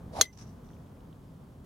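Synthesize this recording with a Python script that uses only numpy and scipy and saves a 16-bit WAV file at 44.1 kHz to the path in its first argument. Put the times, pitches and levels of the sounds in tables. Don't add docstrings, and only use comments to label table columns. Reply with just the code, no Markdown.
import sys
import numpy as np
from scipy import signal
from scipy.fft import rfft, irfft
from scipy.io import wavfile

SR = 44100
rng = np.random.default_rng(int(sys.argv[2]) if len(sys.argv) > 2 else 0)


def unload_wav(signal):
    wavfile.write(
        sys.argv[1],
        SR,
        np.round(np.clip(np.atleast_2d(signal).T, -1, 1) * 32767).astype(np.int16),
    )


def invert_db(level):
    return 10 ** (np.asarray(level, dtype=float) / 20)


N = 72765
TIME_S = np.arange(N) / SR
HIT_S = .21162

# pitch_hz, level_db, t60_s, left_right_db, rise_ms
HEAD_MODES = [(6500, -8, 0.044, 7, 1.3), (6290, -17.5, .07, 3, 3.5), (4302, -12, 0.049, 2.7, 1.4),
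              (3990, -24, .08, -0.2, 2.6), (3350, -14.5, 0.053, 0, 6.5), (5773, -18, .05, 2, .7),
              (7640, -28, 0.11, 4.5, 1.7), (9060, -23, 0.052, -1.6, 0.49), (10350, -23, .05, -4, 0.52),
              (11800, -26, .04, -3.5, .35), (13250, -28, .04, 0.7, .35), (14080, -27.5, .04, 0.3, .35),
              (15250, -31, .03, -0.3, .35), (1290, -29.5, .04, -0.1, .35)]
# freq_hz, level_db
CRACK_SPECTRUM = [(300, -12.5), (1400, -2.5), (2900, -10.5), (3700, -3.5), (5200, -1.5), (9000, -4),
                  (12500, -4.5), (16000, -17)]
# freq_hz, level_db
TURF_SPECTRUM = [(400, -5), (2400, -13), (3200, 0), (4200, 0.07), (5600, -5), (8500, -15.5), (10000, -5.5),
                 (16000, -22)]
# start_s, length_s, pitch_hz, level_db, left_right_db
TEE_TUMBLES = [
    (.226, .027, 2055, -32.5, 1),
    (.253, .03, 2025, -39, 2.4),
    (.28, 0.045, 2050, -50, .1),
    (.232, .024, 6070, -44, 13),
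    (.255, .066, 6085, -49.5, -4.5),
]
# time_s, level_db, vortex_pitch_hz
SWING_PATH = [
    (.105, -71, 430),
    (.134, -46.5, 590.7),
    (.166, -38.5, 759.3),
    (.18, -35.5, 817.3),
    (.195, -34.5, 760),
    (.207, -36, 735),
    (.228, -48, 518),
    (.285, -67.5, 420),
]
# freq_hz, level_db
SWISH_SPECTRUM = [(880, -33), (1500, -7), (2970, -10.5), (3620, -6.5), (5660, -7.5), (8240, -18.5),
                  (10500, -13.5), (16000, -38)]
# start_s, level_db, t60_s
ECHO_ARRIVALS = [
    (0.326, -55, 0.19),
    (0.372, -52, 0.39),
    (.64, -72.5, .9),
]
# freq_hz, level_db
ECHO_SPECTRUM = [(700, -4), (3300, -15), (3850, -14), (4300, -12.5), (5150, -9.5), (5930, 1.5), (6500, -12),
                 (13000, -29.5)]
# start_s, peak_db, pitch_hz
TICK_EVENTS = [(0.651, -60, 3206), (.690, -55, 3620), (0.704, -54, 1690), (.712, -59, 10500),
               (.734, -59, 3160), (0.742, -56, 6500), (.767, -57, 2430), (.786, -62, 6800),
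               (.861, -59, 3472), (0.8703, -57, 3020), (.968, -60.5, 2300), (1.0062, -56, 3330),
               (1.1283, -52.5, 3260)]
# time_s, level_db
TRAFFIC_SWELL = [
    (0.0, 3),
    (.5, 1),
    (.75, 0.7),
    (1.2, -0.5),
    (1.65, -1.2),
]
# freq_hz, level_db
RUMBLE_SPECTRUM = [(25, -13.5), (54, -1.5), (170, -0.2), (255, -5.5), (340, -14.5), (400, -15),
                   (1080, -22.5), (2600, -42.5)]
# freq_hz, left_right_likeness (1 = identical)
LIKENESS = [(60, .98), (200, .97), (380, .88), (700, .35), (1300, 0.48), (2400, 0.31), (4400, .67),
            (12000, 1)]
# freq_hz, level_db
HISS_SPECTRUM = [(1600, 1), (2300, 0.3), (3150, 5), (4200, -0.1), (8000, -2.7), (16000, -5)]


def rms_one(x):
    return x / np.sqrt(np.mean(x ** 2) + 1e-20)


def in_time(rows):
    s, *columns = np.transpose(rows)
    return [np.interp(TIME_S, s, column) for column in columns]


def at_hz(points, hz):
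    freq_hz, value = np.transpose(points)
    return np.interp(np.log(hz), np.log(freq_hz), value)


def smooth(x, hz):
    r = np.exp(-2 * np.pi * hz / SR)
    return signal.lfilter([1 - r], [1, -r], x)


def drift(hz):
    white = rng.standard_normal(N + SR)
    return rms_one(smooth(smooth(white, hz), hz)[SR:])


def panned(left_right_db):
    return invert_db([[left_right_db / 2], [-left_right_db / 2]])


def noise(spectrum, likeness):
    hz = np.arange(1, N // 2 + 2) * SR / N
    mid, side = rfft(rng.standard_normal((2, N)))
    alike = np.clip(at_hz(likeness, hz), -1, 1)
    inside = (hz > spectrum[0][0]) & (hz < spectrum[-1][0])
    both = np.sqrt(1 + alike) * mid + np.sqrt(1 - alike) * side * [[1], [-1]]
    return rms_one(irfft(both * invert_db(at_hz(spectrum, hz)) * inside, N))


def ring(start_s, hz, db, t60_s, rise_s, sag=0):
    sag_s = .025
    t = np.maximum(TIME_S - start_s, 0)
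    cycles = hz * (t - sag * (t - sag_s * (1 - np.exp(-t / sag_s))))
    envelope = invert_db(db - 60 * t / t60_s) * (1 - np.exp(-t / rise_s))
    return envelope * np.sin(2 * np.pi * cycles)


def dying(start_s, db, t60_s):
    t = TIME_S - start_s
    return (t > 0) * invert_db(db - 60 * np.maximum(t, 0) / t60_s)


def ringing_head(left_lag_s):
    head = 0
    for hz, db, t60_s, left_right_db, rise_ms in HEAD_MODES:
        lag_s = left_lag_s * (1 if hz > 7000 else .22)
        ragged = invert_db(2.1 * drift(120))
        mode = ring(HIT_S + lag_s, hz, db, t60_s, rise_ms / 1000, sag=.03)
        head = head + panned(left_right_db) * ragged * mode
    turn_s, turn_width_s, turn_db = .2178, .0007, -4.5
    return head * invert_db(turn_db * (1 + np.tanh((TIME_S - turn_s) / turn_width_s)) / 2)


def strike():
    left_lag_s = np.array([[.00011], [0]])
    head = ringing_head(left_lag_s)
    snap = ring(HIT_S, 1530, -9, .0055, .0002)
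    clack = ring(HIT_S, 3800, -5.5, .0041, .0001)
    thud = ring(HIT_S, 430, -23, .039, .001)

    turf_end_s = .27
    turf_fade = (1 - np.tanh((TIME_S - turf_end_s) / .012)) / 2
    turf_level = dying(HIT_S, -26, .13) * invert_db(3 * drift(70)) * turf_fade
    likeness = [(500, .8), (3000, .3), (9000, .05)]
    crack = noise(CRACK_SPECTRUM, likeness) * dying(HIT_S + left_lag_s, -16, .041)
    turf = noise(TURF_SPECTRUM, likeness) * turf_level
    return invert_db(-.36) * (head + snap - clack + thud) + crack + turf


def swing():
    db, hz = in_time(SWING_PATH)
    phase = 2 * np.pi * np.cumsum(hz) / SR
    width_hz, right_lag_samples = 224, 8

    def vortex_band():
        return rms_one(drift(width_hz) * np.cos(phase) + drift(width_hz) * np.sin(phase))

    shared, apart = vortex_band(), vortex_band()
    delayed = np.roll(shared, right_lag_samples)
    vortex = rms_one(np.array([shared, delayed]) + .25 * apart * [[1], [-1]])

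    top_db = db.max()
    swish_db = top_db - 13 + 1.1 * (db - top_db) + 1.5 * drift(45)
    swish = invert_db(swish_db) * noise(SWISH_SPECTRUM, [(1000, .1), (16000, .3)])
    push = invert_db(db - 7.5) * noise([(60, -2), (170, -5), (330, -12)], LIKENESS)

    pass_s, pass_hz, pass_db, pass_length_s = .19, 702, -24.5, .0014
    t = TIME_S - pass_s
    strong = -invert_db(pass_db) * np.exp(-.5 * (t / pass_length_s) ** 2) * np.cos(2 * np.pi * pass_hz * t)
    gusty = invert_db(db + 1.74 * drift(30)) * vortex
    return panned(-1.9) * (gusty + strong) + swish + push


def tee():
    out = 0
    for start_s, length_s, hz, db, left_right_db in TEE_TUMBLES:
        part = np.clip((TIME_S - start_s) / length_s, 0, 1)
        swell = np.abs(np.sin(np.pi * part ** .33)) ** 1.2
        tone = np.sin(2 * np.pi * hz * length_s * part)
        out = out + panned(left_right_db) * invert_db(db) * swell * tone
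    return out


def echo():
    scattered = noise(ECHO_SPECTRUM, [(1000, .27), (8000, .074)])
    sides = np.array([drift(120), drift(150)])
    grains = invert_db(3 * sides + 2.5 * drift(40))
    arrivals = sum(dying(*row) for row in ECHO_ARRIVALS)
    return scattered * grains * smooth(arrivals, 90)


def ticks():
    clicks = 0
    for start_s, peak_db, hz in TICK_EVENTS:
        for detune in rng.uniform(-.93, 1, 3):
            t60_s = 19 / hz
            clicks = clicks + ring(start_s, hz * (1 + .13 * detune), peak_db - 2, t60_s, .00042)
    rustle = dying(1.642, -68, .3) * noise([(300, 7), (2000, -2), (16000, -6.5)], LIKENESS)
    return clicks + rustle


def traffic():
    swell_db, = in_time(TRAFFIC_SWELL)
    return invert_db(-48.5 + swell_db + .6 * drift(9)) * noise(RUMBLE_SPECTRUM, LIKENESS)


def scene():
    return swing() + strike() + tee() + echo() + ticks() + traffic()


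def top_cut(x):
    return signal.sosfilt(signal.butter(12, 16160, fs=SR, output="sos"), x)


def record(dry):
    knee_db, slope, most_cut_db = -29, 2.5, 6.5
    release_db_per_s, attack_s, hiss_db = 99.5, .017, -73
    fall_db = release_db_per_s * TIME_S
    level_db = 10 * np.log10(smooth(np.mean(dry ** 2, axis=0), 80) + 1e-12)
    held_db = np.maximum.accumulate(level_db + fall_db) - fall_db
    wanted_cut_db = np.clip(slope * (held_db - knee_db), 0, most_cut_db)
    cut_db = smooth(wanted_cut_db, 1 / (2 * np.pi * attack_s))
    swell_db, = in_time(TRAFFIC_SWELL)
    hiss = invert_db(hiss_db + .6 * swell_db - .3 * cut_db) * noise(HISS_SPECTRUM, LIKENESS)
    return top_cut(dry * invert_db(-cut_db) + hiss)


dry = scene()
out = record(dry)
unload_wav(out)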